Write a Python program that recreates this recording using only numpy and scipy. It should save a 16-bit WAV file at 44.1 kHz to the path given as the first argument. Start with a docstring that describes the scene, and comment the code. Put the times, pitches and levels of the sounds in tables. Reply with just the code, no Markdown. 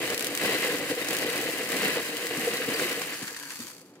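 """Shelling corn with a power drill

Outdoors, a drill spins a corn cob through a toothed steel pipe over a plastic bucket. The teeth grind
and snap the kernels off, they drum into the bucket, and the cob judders with hollow knocks. After three
seconds the bare cob is drawn out, scraping and bumping, and the drill runs down with a falling whine.
Two microphones stand close by, the left one a little nearer the pipe."""
import sys
import numpy as np
from scipy import signal
from scipy.fft import rfft, irfft
from scipy.io import wavfile

SR = 44100
rng = np.random.default_rng(int(sys.argv[2]) if len(sys.argv) > 2 else 0)


def to_wav(sig):
    """Store sig (one row per channel, or 1-D mono) as 16-bit WAV at the path in sys.argv[1].

    Samples outside -1..1 are clipped; the rate is SR.
    """
    pcm = np.clip(np.atleast_2d(sig), -1, 1) * 32767
    pcm = np.round(pcm).astype(np.int16)
    wavfile.write(sys.argv[1], SR, pcm.T)  # frames by channels


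N = 176400
T = np.arange(N) / SR
GRIND_END_S, USUAL_LOAD_DB = 3.154, -37

# How hard the cob is pressed into the teeth: time_s, load_db
COB_LOAD = [(0.0, -36.5), (0.08, -33.5), (0.18, -40), (0.38, -38), (0.45, -29), (0.59, -34), (0.64, -31.5),
            (0.84, -38), (0.91, -32.5), (0.93, -39), (1.16, -34), (1.66, -36.5), (1.81, -31.5), (1.92, -32),
            (2.11, -39), (2.46, -35), (2.66, -36.5), (2.81, -32.5), (3.2, -42.5)]
def cob_pressure(turns_per_s=9.6, wander=0.18):
    """The lopsided cob presses harder once in every uneven turn, on top of the slower load."""
    drift = np.interp(T, np.linspace(0, T[-1], 30), rng.standard_normal(30))
    turn = np.sin(2 * np.pi * np.cumsum(turns_per_s * (1 + wander * drift)) / SR)
    return turn, np.interp(T, *np.transpose(COB_LOAD))


# Resonances of the steel pipe: frequency_hz, gain_db
PIPE_SPECTRUM = [(440, -41), (750, -9), (857, -16.5), (947, -16), (1020, -8), (1120, -9), (1370, -10),
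                 (1670, -3), (1850, -3), (1990, 1.5), (2180, -5), (2730, -3.5), (3120, -6), (3420, -13),
                 (3910, -9), (4730, -14), (5500, -23), (7150, -23.5), (12100, -120)]
# Dry kernels rubbing together: frequency_hz, gain_db
CRACKLE_SPECTRUM = [(2820, -20), (4800, -2), (5730, -6.5), (8060, -2.5), (10000, -5), (14600, -7),
                    (15500, -9), (16000, -14.5)]
def grinding(turn, load_db):
    """Teeth rasp over the kernels and ring the pipe; dry kernels crackle against each other."""
    rasp = colour(grains(per_s=1400, spread_db=1, decay_s=0.00065), PIPE_SPECTRUM)
    crackle = colour(grains(per_s=1100, spread_db=3, decay_s=0.0006), CRACKLE_SPECTRUM)
    rasp_db = load_db + 2.5 + 1.15 * turn
    crackle_db = -38.5 + 0.8 * (load_db - USUAL_LOAD_DB) + 0.2 * turn
    return fade(GRIND_END_S, db_per_s=57) * (rasp * amp(rasp_db) + crackle * amp(crackle_db))


# Kernels snapping off: start_s, level_db
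SNAPS = [(0.1005, -20.5), (0.1437, -20), (0.176, -17.5), (0.1925, -20), (0.2058, -18), (0.223, -19),
         (0.2431, -16), (0.267, -16.5), (0.349, -18.5), (0.373, -17.5), (1.044, -25), (1.0844, -19.5),
         (1.106, -20.5), (1.1283, -20), (1.1472, -21), (1.1654, -18.5), (1.1847, -20.5), (1.298, -22.5),
         (1.376, -23.5), (1.4115, -25), (1.717, -20.5), (1.7655, -22), (2.167, -21.5), (2.2659, -20.5),
         (2.568, -27)]
# Their bright crack, close up: frequency_hz, gain_db
SNAP_SPECTRUM = [(300, -53), (1200, -6.5), (2300, 0), (5000, -1.5), (8500, -2.5), (12000, -4.5),
                 (16000, -7.5)]
def snaps(lag_s=0.0019):
    """Single kernels break away with a sharp crack."""
    events = [(start_s + lag_s, level_db) for start_s, level_db in SNAPS]
    return colour(bursts(events, rise_s=0.0001, decay_s=0.0016, tail_db=-6), SNAP_SPECTRUM)


# The plastic bucket under the pipe: frequency_hz, gain_db
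BUCKET_SPECTRUM = [(40, -61), (70, -30), (128, -15), (256, -9.5), (296, -1.5), (371, -7.5), (423, -7),
                   (477, -1), (510, -2.5), (544, -10), (605, -10), (748, -14), (843, -21), (950, -20),
                   (1240, -38), (2090, -120)]
def pour(turn, load_db, thins_s=2.0, end_s=3.01):
    """A stream of kernels drums on the bucket and thins out as the cob leaves."""
    drops = unit(impacts(per_s=640, spread_db=1.5) * rng.choice([-1, 1], N))
    level_db = -37 + 0.76 * (load_db - USUAL_LOAD_DB) + 2.5 * turn
    level_db -= 1.5 * (T > thins_s)  # fewer kernels are left on the cob
    drops *= amp(level_db) * fade(end_s, db_per_s=35)
    wall = drops * rng.standard_normal(N) * amp(-15)  # opposite in sign at the two microphones
    return colour(np.array([drops + wall, drops - wall]), BUCKET_SPECTRUM)


# Hollow knocks of the juddering cob: time_s, level_db
KNOCKS = [(0.1, -16), (0.432, -12.5), (0.489, -14), (0.556, -13.5), (0.687, -14), (0.734, -17.5),
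          (0.912, -14), (0.973, -17.5), (1.282, -11.5), (1.426, -18), (1.487, -13.5), (1.603, -16),
          (1.698, -16.5), (1.749, -17), (1.833, -13), (1.892, -17), (1.966, -16), (2.137, -21),
          (2.239, -19), (2.305, -17), (2.473, -6.5), (2.537, -19), (2.599, -17.5), (2.679, -15),
          (2.745, -18.5), (2.914, -26), (2.973, -17)]
# The modes each knock rings: pitch_hz, level_db, t60_s
KNOCK_MODES = [(294, -19, 0.041), (358, -15, 0.067), (425, -26, 0.11), (477.5, 2, 0.062), (701, -11, 0.048)]
def knocks(swell_s=0.0084, lead_s=0.00318, detune=0.022, gain_db=-1.5):
    """Hollow knocks swell briefly and ring near 480 Hz as the cob sticks and slips."""
    out, t = np.zeros((2, N)), np.arange(SR // 5) / SR
    swell = 1 - np.exp(-(t / swell_s) ** 2)
    for time_s, level_db in KNOCKS:
        ring = np.zeros_like(t)
        for pitch_hz, mode_db, t60_s in KNOCK_MODES:
            stray_db, stray_pitch, phase = rng.standard_normal(3)
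            cycles = pitch_hz * (1 + detune * stray_pitch) * t + phase
            ring += amp(mode_db + stray_db - 60 * t / t60_s) * np.sin(2 * np.pi * cycles)
        add(out, time_s - lead_s, amp(level_db + gain_db) * swell * ring)
    return out


# The bare cob brushing the pipe: frequency_hz, gain_db
BRUSH_SPECTRUM = [(470, -39), (800, -25), (963, 0.5), (1140, -18), (1630, 7), (1810, 2), (1940, -6),
                  (3200, -6), (4160, -46), (7040, -120)]
# The cob catching on the teeth: start_s, level_db
CATCHES = [(1.8305, -16), (2.796, -13.5), (3.0168, -15), (3.0787, -28), (3.134, -20.5), (3.223, -23),
           (3.2707, -25), (3.2785, -19), (3.3086, -31), (3.3455, -24), (3.3634, -23), (3.5052, -20),
           (3.522, -27), (3.954, -39.5)]
# The scrape of each catch: frequency_hz, gain_db
SCRAPE_SPECTRUM = [(200, -22), (800, -4), (1700, 10), (3200, 2), (4500, 1), (7000, 1), (16000, -19)]
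def cob_scrapes(free_s=3.49):
    """The cob catches on the teeth, mostly on its way out, when it brushes the pipe and comes free."""
    level = amp(-47.5) * unloading(over_s=0.12) * fade(free_s, db_per_s=155)
    brush = colour(grains(per_s=1700, spread_db=5, decay_s=0.00058), BRUSH_SPECTRUM)
    catches = colour(bursts(CATCHES, rise_s=0.00025, decay_s=0.0031, tail_db=-1.5), SCRAPE_SPECTRUM)
    return level * brush + amp(-9.5) * catches


# Hard kernels hitting the pipe: start_s, pitch_hz, level_db
PINGS = [(0.55, 4150, -27), (0.628, 2060, -23), (1.0234, 3720, -31), (2.5694, 4040, -26),
         (2.742, 4720, -24.5)]
def pings(rise_s=0.00067, decay_s=0.0067):
    """A kernel flung against the steel leaves a brief ring, in a different phase at each microphone."""
    out, t = np.zeros((2, N)), np.arange(SR // 10) / SR
    ring = (1 - np.exp(-t / rise_s)) * np.exp(-t / decay_s)
    for start_s, pitch_hz, level_db in PINGS:
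        cycles = pitch_hz * t + 0.5 * rng.random((2, 1))
        add(out, start_s, amp(level_db) * ring * np.sin(2 * np.pi * cycles))
    return out


# The cob binding in the pipe: start_s, length_s, pitch_hz, level_db
GROANS = [(1.768, 0.12, 217, -38.5), (2.782, .1, 397.6, -34)]
def groans(sag_per_s=1.27):
    """The cob binds and judders, its pitch sagging as it drags on the drill."""
    out = np.zeros((2, N))
    for start_s, length_s, pitch_hz, level_db in GROANS:
        t = np.arange(0, length_s, 1 / SR)
        cycles = np.cumsum(pitch_hz * np.exp(-sag_per_s * t)) / SR
        add(out, start_s, amp(level_db) * np.sin(np.pi * t / length_s) * np.sin(2 * np.pi * cycles))
    return out * flutter(width_hz=84)


# Bumps on the bucket's rim: start_s, level_db
JOLTS = [(0.056, -39), (0.457, -35), (0.902, -40), (2.37, -29.5), (2.68, -29), (3.216, -35), (3.589, -37),
         (3.636, -43)]
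# Their low thud: frequency_hz, gain_db
THUD_SPECTRUM = [(30, -56), (70, -30), (120, -9), (175, -9), (235, 3), (310, -7), (500, -22), (3000, -70)]
def jolts():
    """The cob jolts the frame, which thuds dully on the bucket."""
    return amp(1.5) * colour(bursts(JOLTS, rise_s=0.0028, decay_s=0.016, tail_db=-6.5), THUD_SPECTRUM)


# The drill's brushes and gears: frequency_hz, gain_db
MOTOR_SPECTRUM = [(500, -27), (1000, -5.5), (1300, -5.5), (2400, -4.5), (3000, -8), (4100, -8), (4550, 2),
                  (5100, -7), (6600, -3.5), (10000, -7.5), (13000, -8.5), (16000, -18)]
def motor(slows_s=3.674, loaded_db=-7.5):
    """The drill fizzes, louder once it runs free; fizz and whine die away as it stops."""
    level_db = -41.5 + loaded_db * (1 - unloading(over_s=0.099))
    fizz = colour(grains(per_s=2300, spread_db=4.5, decay_s=0.0002), MOTOR_SPECTRUM)
    return fade(slows_s, db_per_s=90) * (amp(level_db) * fizz + whine())


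# Partials of the motor's whine: harmonic, level_db
WHINE_PARTIALS = [(2, -52), (3, -58)]
def whine(coast_s=3.5, fundamental_hz=2500, spin_down_s=0.358):
    """The released motor coasts down with a falling whine."""
    since_s = np.maximum(T - coast_s, 0)
    cycles = np.cumsum(fundamental_hz * np.exp(-since_s / spin_down_s)) / SR
    level = np.minimum(since_s / 0.1, 1) * fade(coast_s, db_per_s=62)
    return level * sum(amp(level_db) * flutter(width_hz=160) * np.sin(2 * np.pi * harmonic * cycles)
                       for harmonic, level_db in WHINE_PARTIALS)


# The open air, heard beside the bucket: frequency_hz, gain_db
BACKGROUND_SPECTRUM = [(30, -62), (136, -10.5), (253, -11.5), (292, -1.5), (320, -17.5), (364, -6),
                       (394, -13), (511, -9), (567, -17), (6530, -38.5), (15000, -52)]
def background():
    """Faint outdoor background with the bucket's low, hollow resonance."""
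    return amp(-54) * colour(noise_pair(), BACKGROUND_SPECTRUM)


def amp(db):
    """Decibels to gain."""
    return 10 ** (np.asarray(db) / 20)


def unit(x):
    """Scales to an rms of 1."""
    return x / np.sqrt(np.mean(x ** 2) + 1e-20)


def fade(start_s, db_per_s):
    """A gain of 1 that dies away from start_s on."""
    return amp(-db_per_s * np.maximum(T - start_s, 0))


def unloading(over_s):
    """Rises from 0 to 1 over the last moments of grinding."""
    return np.clip((T - GRIND_END_S) / over_s + 1, 0, 1)


def flutter(width_hz, depth=0.76):
    """A gain that wavers at random around 1."""
    return 1 + depth * unit(smear(smear(rng.standard_normal(N), 1 / width_hz), 1 / width_hz))


def add(mix, start_s, sound):
    """Mixes a sound in at start_s."""
    part = mix[:, max(round(start_s * SR), 0):][:, :sound.shape[-1]]
    part += sound[..., :part.shape[1]]


def colour(x, spectrum):
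    """Causal filter of unit energy with the given spectral shape."""
    hz, db = np.transpose(spectrum)
    bins_hz = abs(np.fft.fftfreq(4096, 1 / SR))
    gain_db = np.maximum(np.interp(np.log(bins_hz + 1), np.log(hz + 1), db), -100)
    minimum_phase = np.exp(np.conj(signal.hilbert(np.log(amp(gain_db)))))
    taps = np.fft.ifft(minimum_phase).real
    return signal.oaconvolve(x, taps[None] / np.linalg.norm(taps), axes=1)[:, :x.shape[1]]


def impacts(per_s, spread_db):
    """Random impacts, many small and a few large."""
    return (rng.random(N) < per_s / SR) * amp(spread_db * np.minimum(rng.exponential(1, N), 4.5))


def grains(per_s, spread_db, decay_s):
    """Each impact is a tiny burst that swells and dies within a few decay_s."""
    power = smear(smear(impacts(per_s, spread_db) ** 2, decay_s), decay_s)
    return unit(scattered(power, tail_db=-1.5))


def bursts(events, rise_s, decay_s, tail_db):
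    """One decaying burst of noise for each event."""
    level, t = np.zeros((1, N)), np.arange(SR // 5) / SR
    for start_s, level_db in events:
        add(level, start_s, amp(level_db) * (1 - np.exp(-t / rise_s)) * np.exp(-t / decay_s))
    return scattered(level ** 2, tail_db)


def smear(power, decay_s):
    """Spreads power over an exponential decay."""
    keep = np.exp(-2 / (decay_s * SR))
    return signal.lfilter([1 - keep], [1, -keep], power)


def scattered(power, tail_db):
    """Noise of the given power, with a short tail from the bucket's wall and the paving."""
    return np.sqrt(power + amp(tail_db) ** 2 * smear(power, decay_s=0.013)) * noise_pair()


def noise_pair(wide_hz=2120, left_lead_s=0.0001):
    """White noise for two microphones, the left one nearer: alike in the bass, unrelated in the treble."""
    left, unrelated = rfft(rng.standard_normal((2, N)))
    hz = np.fft.rfftfreq(N, 1 / SR)
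    coherence = 1 / (1 + (hz / wide_hz) ** 3)
    delay = np.exp(-2j * np.pi * hz * left_lead_s)
    right = coherence * left * delay + np.sqrt(1 - coherence ** 2) * unrelated
    return irfft(np.array([left, right]), N)


def scene():
    """Pipe slightly to the left, the bucket below it, quiet open air around."""
    turn, load_db = cob_pressure()
    pipe = grinding(turn, load_db) + snaps() + pings() + cob_scrapes() + motor()
    lean_left = amp([[0.8], [-0.8]])
    return pipe * lean_left + pour(turn, load_db) + knocks() + groans() + jolts() + background()


def record(dry, cutoff_hz=15800):
    """The recorder's band limit."""
    lowpass = signal.firwin(511, cutoff_hz, window=("kaiser", 9), fs=SR)
    return signal.oaconvolve(dry, lowpass[None], "same")


dry = scene()
out = record(dry)
to_wav(out)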